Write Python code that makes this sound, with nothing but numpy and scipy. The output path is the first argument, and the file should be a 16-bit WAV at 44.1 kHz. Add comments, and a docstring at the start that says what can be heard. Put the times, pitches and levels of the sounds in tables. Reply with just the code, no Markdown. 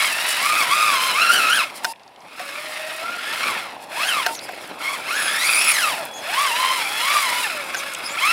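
"""The gear mesh of a small electric radio-controlled truck whines with its motor speed, in spurts of throttle.
The truck crawls over frozen dirt a few metres away: meshing harmonics are shaped by gearbox resonances,
loose teeth rattle the plastic body as random impacts, and filtered grit noise makes the tyres crunch.
The chassis rumbles and knocks on the ground as damped modes of its shell, small contacts tick,
the motor brake hums and hisses, and the steering servo zips in glides and holds a thin tone."""
import sys
import numpy as np
from scipy import signal
from scipy.fft import rfft, irfft
from scipy.io import wavfile
from scipy.ndimage import uniform_filter1d

SR = 44100
rng = np.random.default_rng(int(sys.argv[2]) if len(sys.argv) > 2 else 0)


def file_out(sig):
    """Save sig as 16-bit WAV at sys.argv[1]."""
    # one column per channel
    cols = np.atleast_2d(sig).T
    # limit, then scale
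    lim = np.clip(cols, -1, 1)
    pcm = np.round(lim * 32767).astype(np.int16)
    wavfile.write(sys.argv[1], SR, pcm)


N = 366912
TIME = np.arange(N) / SR

# spectrum of the chassis rumble: (frequency [Hz], relative density [dB per Hz])
RUMBLE_SPECTRUM = [(25, -37), (55, -30), (105, -20), (200, -13.5), (290, -8), (420, -9), (600, -2.5),
                   (800, -2.5), (1000, -6)]
# spectrum of the tyre crunch, also used for brush hiss: (frequency [Hz], relative density [dB per Hz])
CRUNCH_SPECTRUM = [(3000, 0.5), (5200, 6), (6200, -1.5), (7700, 3), (8600, 2.5), (9700, 6.5), (10700, 3.5),
                   (12000, -1.5), (13500, -2), (16000, -8.5)]
# spectrum of the body rattle: (frequency [Hz], relative density [dB per Hz])
RATTLE_SPECTRUM = [(480, -15.5), (610, -1), (820, -12), (1050, -5), (1330, -1.5), (1650, 1), (1900, 0.5),
                   (2170, 1.5), (2600, -0.5), (2950, -3.5), (3350, -1.5), (3750, -5.5), (4150, -4),
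                   (4550, -10), (5200, -8.5), (6000, -18)]

# the chassis shudders over a clod: (middle [s], level [dB])
BUMPS = [(.66, -44), (1.39, -32), (3.519, -34.5), (5.9, -37)]
BUMP_S = 0.22
# a tyre slips and sprays grit: (middle [s], length [s], level [dB])
SPRAYS = [(.05, 0.094, -35), (.3, 0.085, -25), (1.04, 0.089, -28), (1.34, 0.088, -25), (1.77, 0.062, -37.5),
          (3.83, 0.057, -44.5), (4.34, 0.067, -34.5), (4.44, .06, -41), (4.64, .1, -45.5), (5.6, 0.37, -44),
          (7.79, 0.071, -33)]

# the servo holds the wheels against the ground: (middle [s], length [s], level [dB])
SERVO_HOLDS = [(3.95, .4, -53), (4.7, 0.71, -54), (6.35, 0.76, -40.5), (7.05, 0.7, -34.5),
               (7.87, 0.42, -43)]
HOLD_HZ = 3366  # mean
# steering moves: (time [s], length [s], start [Hz], middle [Hz], end [Hz], level [dB])
STEERING_MOVES = [(1.883, 0.05, 4700, 5050, 4980, -42), (4.341, 0.053, 7200, 6330, 5220, -40),
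                  (4.402, .075, 4500, 5070, 4500, -42.5), (6.132, .08, 6300, 6750, 6000, -42),
                  (7.758, 0.052, 7200, 6440, 5160, -35), (8.036, 0.057, 4900, 5110, 4920, -31.5),
                  (8.076, 0.078, 7000, 7150, 8260, -40)]
# motor brake: (start [s], end [s], hum level [dB], hiss level [dB])
BRAKES = [(1.834, 1.926, -33, -38), (4.259, 4.339, -31, -39.5)]
BRAKE_HZ = 910  # mean

# grit and linkage ticks: (time [s], relative peak level [dB], centre frequency [Hz])
TICKS = [(1.935, -32, 2290), (1.959, -36, 2900), (1.996, -40, 3000), (2.033, -39, 4590), (2.077, -37, 4700),
         (2.16, -37, 3130), (2.204, -40, 5070), (4.35, -21, 4230), (4.391, -19, 3680), (4.522, -37, 12600),
         (4.675, -31, 9500), (6.052, -21.5, 12070), (7.936, -20, 8900), (7.947, -16, 7490),
         (7.95, -16, 2960), (7.986, -27, 10960)]
# the chassis lands or a drive shaft takes up its slack:
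# (time [s], peak level [dB], treble tilt [dB per two octaves])
KNOCKS = [(0.626, -10.5, 2), (.941, -15, 2), (1.845, -5, -4), (2.395, -19.5, -32), (4.263, -5.5, -6),
          (4.489, -20.5, -39), (6.469, -14, 2), (7.745, -12.5, -5), (8.23, -23.5, -4)]
# modes of the plastic body shell: (frequency [Hz], level [dB], 60 dB decay time [s])
SHELL_MODES = [(726.9, 10, 0.081), (998.2, 3.5, 0.027), (1544, 23.5, 0.023), (1780, 7, 0.022),
               (2460, 7, 0.035), (2850, 11, .03), (3530, 11, .016), (4240, 14, 0.012), (5120, 19, 0.016),
               (6220, 6, .012), (7800, -15, .01)]

# upper mesh overtones: (multiple of the mesh frequency [1], level relative to the spurt's upper overtones level
# [dB])
OVERTONES = [(3, -2), (4, -6), (5, -15), (6, -15.5)]
# radiation of tones by the gearbox: (frequency [Hz], gain [dB])
GEARBOX_RADIATION = [(470, -7), (590, 2.5), (830, -5.5), (1030, -1.5), (1200, 1.5), (1400, 1), (1700, 1),
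                     (2300, -2.5), (3500, -4.5), (5000, -10.5), (6200, -5), (8500, -17), (9500, 7.5),
                     (10300, 7), (11200, -4), (12000, 0), (16000, -17)]
# narrow gearbox resonances: (frequency [Hz], width [Hz], level [dB])
HOUSING_MODES = [(1234, 48, -2), (1356, 99, 1), (2172, 45, -1.5), (2570, 240, -4.5)]

# motor speed, one curve for each spurt of throttle: (time [s], mean gear mesh frequency [Hz])
SPEEDS = [
    [(0, 1134), (.06, 1116), (.13, 863.5), (.28, 1001)],
    [(.37, 949), (.47, 1205), (.59, 1260), (.64, 1050)],
    [(.68, 942), (.74, 1208), (.82, 1242), (.9, 1164), (.99, 1020), (1.08, 1065)],
    [(1.13, 973), (1.22, 1367), (1.3, 1381), (1.35, 1542), (1.41, 1324), (1.48, 1275), (1.56, 1694),
     (1.6, 1320), (1.66, 594), (1.73, 373), (1.86, 385)],
    [(1.94, 192), (2.16, 190), (2.3, 311.4)],
    [(2.37, 420.4), (2.41, 582), (2.5, 555.6), (2.63, 617), (2.98, 636)],
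    [(3.03, 657), (3.1, 710), (3.19, 696), (3.37, 1016), (3.48, 1187), (3.65, 612.6), (3.78, 352.4)],
    [(3.88, 356.7), (3.94, 706), (4.08, 1632), (4.14, 1312), (4.25, 907)],
    [(4.33, 420), (4.55, 522)],
    [(4.78, 425.4), (4.83, 1050), (4.94, 1163), (4.98, 777)],
    [(5.05, 760), (5.17, 1714), (5.27, 1638), (5.37, 1761)],
    [(5.41, 1915), (5.49, 2470), (5.57, 2380), (5.63, 2682), (5.71, 2473), (5.8, 1636), (5.85, 1290),
     (5.9, 1140), (5.96, 770), (6.11, 405)],
    [(6.21, 482), (6.29, 697), (6.38, 1080), (6.43, 1200), (6.52, 915), (6.62, 1048), (6.76, 1041)],
    [(6.86, 767.6), (6.98, 884.4), (7.06, 1073), (7.15, 1214), (7.21, 1150), (7.29, 963), (7.42, 1002)],
    [(7.5, 710), (7.54, 630), (7.64, 539.6), (7.88, 563), (8.0, 478)],
    [(8.16, 587), (8.22, 1040), (8.28, 1294), (8.32, 1360)],
]
# levels of the same spurts far above the speed knees: (mesh tone [dB], octave [dB],
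# upper overtones [dB], rattle [dB], crunch [dB], rumble [dB])
SPURT_LEVELS = [ (-33, -23.5, -20, -20, -22.5, -38.5), (-21, -26, -25.5, -20, -23.5, -36),
                (-17.5, -27.5, -18, -20, -23.5, -37.5), (-19.5, -24.5, -22.5, -20.5, -26, -38),
                (-35, -35, -34, -20.5, -28, -43), (-20.5, -27.5, -23, -21.5, -26, -42),
                (-26.5, -25.5, -30, -23, -30, -38.5), (-23, -28, -27, -23.5, -29, -38),
                (-35, -42, -47, -22.5, -29.5, -36.5), (-29.5, -28.5, -29, -26.5, -31, -36.5),
                (-26, -31.5, -27.5, -25, -30.5, -36), (-20, -27, -24.5, -22.5, -25, -36),
                (-18, -30, -22, -20, -24, -38.5), (-20, -25, -22, -20.5, -23, -38),
                (-20, -24.5, -17.5, -18, -23, -37.5), (-23, -21, -19.5, -21.5, -25.5, -38.5)]
BLEND_S = 0.07  # one spurt gives way to the next

# each sound grows with motor speed up to a knee, then levels off
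TONE_KNEE_HZ, TONE_DB_PER_OCTAVE = 1203, 18.5
OVERTONE_KNEE_HZ, OVERTONE_DB_PER_OCTAVE = 885, 23
RATTLE_KNEE_HZ, RATTLE_DB_PER_OCTAVE = 1043, 14
CRUNCH_KNEE_HZ, CRUNCH_DB_PER_OCTAVE = 1318, 13.5
RUMBLE_KNEE_HZ, RUMBLE_DB_PER_OCTAVE = 418.6, 5

TOP_HZ = 15750  # upper limit of the microphone channel


def undb(db):
    """Level to amplitude: 20 dB is a factor of ten."""
    return 10 ** (np.asarray(db) / 20)


def unit(x):
    """Normalisation to an rms of 1."""
    return x / np.sqrt(np.mean(x ** 2) + 1e-18)


def curves(table):
    """Linear interpolation in time of the columns of a table."""
    s, *columns = np.transpose(table)
    return [np.interp(TIME, s, c) for c in columns]


def response(hz, points):
    """Frequency response: gain interpolated in dB over log frequency."""
    f, db = np.transpose(points)
    return undb(np.interp(np.log(np.maximum(hz, 1)), np.log(f), db))


def colour(x, points):
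    """Minimum-phase filtering to a spectrum with steep skirts beyond its ends; rms 1."""
    hz = np.arange(N // 2 + 1) * SR / N + 1
    skirts = np.minimum(hz / points[0][0], 1) * np.minimum(points[-1][0] / hz, 1)
    cepstrum = irfft(np.log(response(hz, points) * skirts ** 4 + 1e-6), N)
    # folding the cepstrum onto positive time makes the filter causal
    cepstrum[1:N // 2] *= 2
    cepstrum[N // 2 + 1:] = 0
    return unit(irfft(rfft(x) * np.exp(rfft(cepstrum)), N))


def band(x, hz, width_hz):
    """Simple resonance with a gain of 1 at its centre."""
    centre = min(hz, .45 * SR)
    b, a = signal.iirpeak(centre, centre / min(width_hz, SR / 4), fs=SR)
    return signal.lfilter(b, a, x)


def walk(rate):
    """Low-pass random fluctuation, changing about rate times a second; rms 1."""
    re, im = rng.standard_normal(size=(2, N // 20))
    hz = np.arange(len(re)) * SR / N
    return unit(irfft((re + 1j * im) / (1 + (2 * hz / rate) ** 4), N))


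def turns(hz):
    """Phase in radians as the running integral of frequency."""
    return 2 * np.pi * np.cumsum(hz) / SR


def clicks(rate, scatter_db):
    """Random impact train, on average rate a second, of scattered size and sign."""
    struck = rng.random(N) < rate / SR
    return struck * rng.standard_normal(N) * undb(scatter_db * rng.standard_normal(N))


def add(out, s, x):
    """Superposition of x on out from time s."""
    i = max(int(s * SR), 0)
    out[i:i + len(x)] += x[:max(N - i, 0)]


def swell(middle_s, length_s):
    """Half-cosine envelope: a smooth rise to 1 and fall back to 0."""
    return np.cos(np.pi * np.clip((TIME - middle_s) / length_s, -.5, .5))


def swells(rows):
    """Superposed envelopes of (middle [s], length [s], level [dB]) events."""
    return sum(undb(db) * swell(s, length) for s, length, db in rows)


def rumble(bump_db=1.5):
    """Random forcing at low frequency: tyre lugs and clods shake the chassis."""
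    forcing = unit(clicks(500, 1.14)) + rng.standard_normal(N)
    return colour(forcing * undb(bump_db * walk(29)), RUMBLE_SPECTRUM)


def servo(octave_db=-13, flutter_db=3):
    """Gliding gear tones: tiny gears zip through each move; under load the servo holds a thin tone."""
    hold = unit(np.sin(turns(HOLD_HZ + 3 * walk(20.0))))
    out = swells(SERVO_HOLDS) * undb(2 * walk(9.7)) * hold
    for s, length, start_hz, middle_hz, end_hz, db in STEERING_MOVES:
        u = np.linspace(0, 1, int(length * SR))
        # a parabola through the three frequencies
        hz = np.polyval(np.polyfit([0, .5, 1], [start_hz, middle_hz, end_hz], 2), u)
        phase = turns(hz * (1 + .03 * walk(1200)[:len(u)]))
        envelope = np.sqrt(u * (1 - u)) * undb(flutter_db * walk(249.7)[:len(u)])
        octave = undb(octave_db) * response(2 * hz, GEARBOX_RADIATION) * np.sin(2 * phase)
        add(out, s, undb(db) * unit(envelope * (np.sin(phase) + octave)))
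    return out


def brake(buzz_db=-15):
    """Current chopping: the speed controller makes the windings hum and the brushes hiss."""
    phase = turns(BRAKE_HZ * (1 + 0.0057 * walk(57)))
    buzz = np.sin(3 * phase) + .5 * np.sin(2 * phase)
    hum = unit(np.sin(phase) + undb(buzz_db) * buzz)
    hiss = colour(rng.standard_normal(N), CRUNCH_SPECTRUM)
    out = np.zeros(N)
    for start, end, hum_db, hiss_db in BRAKES:
        braking = 1. * ((TIME > start) & (TIME < end))
        gate = uniform_filter1d(braking, size=180)  # edges of about 4 ms
        out += gate * (undb(hum_db) * hum + undb(hiss_db) * hiss)
    return out


def ticks(decay_s=0.0018, gain_db=-1):
    """Impulsive excitation of a broad resonance by small hard contacts."""
    out, t = np.zeros(N), TIME[:SR // 30]
    for s, db, hz in TICKS:
        contact = rng.standard_normal(len(t)) * np.sqrt(t) * np.exp(-t / decay_s)
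        x = band(band(contact, hz, 0.55 * hz), hz, 0.51 * hz)
        add(out, s, undb(db + gain_db) * x / abs(x).max())
    return out


def knocks(rise_s=0.0012, contact_s=0.0017, rebound_s=0.0053, rebound=0.43, crack=0.018, low_hz=330):
    """Modal impact: a gritty blow and its rebound ring a shell too small to radiate bass."""
    out, t = np.zeros(N), TIME[:SR // 5]
    high_pass = signal.butter(2, low_hz, "high", fs=SR, output="sos")
    for s, db, treble_db in KNOCKS:
        push = np.minimum(t / rise_s, 1) * np.exp(-t / contact_s)
        push += rebound * (t > rebound_s) * np.exp(-abs(t - rebound_s) / contact_s)
        blow = push * rng.standard_normal(len(t))
        ring = np.zeros(len(t))
        for f, mode_db, t60 in SHELL_MODES:
            tilt_db = treble_db * np.log2(f / 1500) / 2
            ring += undb(mode_db + tilt_db - 60 * t / t60) * np.cos(2 * np.pi * f * t)
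        x = unit(signal.fftconvolve(blow, ring)[:len(t)])
        x = x + crack * undb(treble_db) * unit(blow)
        x = signal.sosfilt(high_pass, x)
        add(out, s, undb(db) * x / abs(x).max())
    return out


def crunch(phase, grain_db=3, meshing=0.15, flicker_db=1.5):
    """Granular and friction noise: grit under the tyres, and dry teeth scraping once a mesh cycle."""
    scrape = rng.standard_normal(N) * (1 + meshing * np.cos(phase))
    noise = unit(clicks(3200, grain_db)) + 1.9 * scrape
    return colour(noise * undb(flicker_db * walk(150)), CRUNCH_SPECTRUM)


def housing(x):
    """Resonance: narrow gearbox modes pick out whatever sweeps across them."""
    return x + sum(undb(db) * band(x, hz, width) for hz, width, db in HOUSING_MODES)


def panels(x, t60_s=0.022, echo_db=-2):
    """Reverberant decay: thin plastic panels smear and break up gliding tones."""
    t = TIME[:SR // 10]
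    tail = rng.standard_normal(len(t)) * undb(-60 * t / t60_s)
    lingering = signal.fftconvolve(x, tail / np.linalg.norm(tail))[:N]
    return (x + undb(echo_db) * lingering) / np.hypot(1, undb(echo_db))


def rattle(phase, hz, scatter_db=2, chatter_db=1.5, loose_db=-1, bursts_db=-4):
    """Backlash impacts: teeth strike singly or in runs, with loose clicks, and ring the plastic body."""
    # one strike a mesh cycle; the root keeps the mean power independent of speed
    strikes = np.diff(np.floor(phase / (2 * np.pi)), prepend=0) / np.sqrt(hz)
    single = unit(strikes * rng.standard_normal(N) * undb(scatter_db * rng.standard_normal(N)))
    runs = unit(strikes * walk(340))
    impact = np.clip((hz - 400) / 800, 0, 1)  # slow teeth roll on each other instead of striking
    loose = undb(loose_db) * np.sqrt(2.4 - 1.5 * impact ** 2) * unit(clicks(12000, 1.3))
    blows = impact * (single + undb(bursts_db) * runs) + loose
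    return unit(housing(colour(blows * undb(chatter_db * walk(88)), RATTLE_SPECTRUM)))


def whine(phase, hz, tone_db, octave_db, upper_db, flutter_db=3.0, runout=0.33, half_db=-19, teeth=11):
    """Gear mesh harmonics: an off-centre pinion adds sidebands, uneven tooth contact roughens each line."""
    looseness = hz / 1200  # the faster the gears, the more their teeth bounce

    def partial(multiple, rough, blur_hz):
        """One harmonic under random contact and pinion-rate amplitude modulation."""
        bounce = rough * looseness
        contact = 1 + bounce * (walk(blur_hz) + 1j * walk(blur_hz))
        contact = contact / np.sqrt(1 + 2 * bounce ** 2)
        line = (contact * np.exp(1j * multiple * phase)).real
        depth = runout * looseness / np.hypot(1, looseness) * (1 + walk(9.6))
        wobble = 1 + depth * np.cos(phase / teeth + walk(19))
        return unit(line * wobble * undb(flutter_db * walk(55)))

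    upper = np.zeros(N)
    for k, db in OVERTONES:
        upper += undb(db) * response(k * hz, GEARBOX_RADIATION) * partial(k, .42, 100 * k)
    tone = partial(1, .28 * np.sqrt(1 + np.maximum(looseness - 1, 0) * 3), 380)
    octave = partial(2, .42, 360)
    half = partial(.5, 2, 200)  # alternate teeth bite unevenly and growl an octave below
    overtones = undb(octave_db) * housing(octave) + undb(upper_db) * upper
    low_lines = response(hz, GEARBOX_RADIATION) * tone + undb(half_db) * half
    return undb(tone_db) * low_lines + panels(overtones, echo_db=-1)


def growth(hz, knee_hz, db_per_octave):
    """Power law of speed with saturation: a steady slope in dB under the knee, flat above it."""
    return -db_per_octave * np.log2(1 + (knee_hz / hz) ** 4) / 4


def throttle():
    """Piecewise drive: motor speed, and the levels of the spurt under way."""
    starts = [speed[0][0] for speed in SPEEDS[1:]]
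    hz, = curves(np.concatenate(SPEEDS))
    levels_db = np.transpose(SPURT_LEVELS)[:, np.searchsorted(starts, TIME)]
    return hz, uniform_filter1d(1. * levels_db, size=int(BLEND_S * SR), axis=1)


def scene():
    """Common drive and comb filtering: one motor speed, and one close ground reflection of its sounds."""
    hz, (tone_db, octave_db, upper_db, rattle_db, crunch_db, rumble_db) = throttle()
    tone_db = tone_db + growth(hz, TONE_KNEE_HZ, TONE_DB_PER_OCTAVE)
    # harder tooth contact, more overtones
    bite_db = growth(hz, OVERTONE_KNEE_HZ, OVERTONE_DB_PER_OCTAVE)
    clatter = undb(rattle_db + growth(hz, RATTLE_KNEE_HZ, RATTLE_DB_PER_OCTAVE))
    rolling = undb(crunch_db + growth(hz, CRUNCH_KNEE_HZ, CRUNCH_DB_PER_OCTAVE))
    grit = np.hypot(rolling, swells(SPRAYS))
    shaking = undb(rumble_db + growth(hz, RUMBLE_KNEE_HZ, RUMBLE_DB_PER_OCTAVE))
    shake = np.hypot(shaking, swells((s, BUMP_S, db) for s, db in BUMPS))
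    hz = hz * (1 + .007 * walk(70) + .003 * walk(18))  # tyre lugs and clods jog the motor speed
    phase = turns(hz)
    gears = whine(phase, hz, tone_db, octave_db + bite_db, upper_db + bite_db)
    gears = gears + clatter * rattle(phase, hz)
    truck = gears + grit * crunch(phase) + shake * rumble()
    lag_s = 0.000891 + 0.00017 * walk(3.17)  # the reflection's path shifts as the truck rocks
    truck = truck + 0.28 * np.interp(TIME - lag_s, TIME, truck, left=0)
    return np.tile(truck + knocks() + ticks() + brake() + servo(), (2, 1))  # two equal channels


def record(dry, low_hz=35):
    """Band limiting: the microphone channel thins the deepest bass and cuts the top steeply."""
    thin = signal.sosfilt(signal.butter(1, low_hz, "high", fs=SR, output="sos"), dry)
    return signal.sosfilt(signal.ellip(10, .2, 80, TOP_HZ, fs=SR, output="sos"), thin)


dry = scene()
out = record(dry)
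file_out(out)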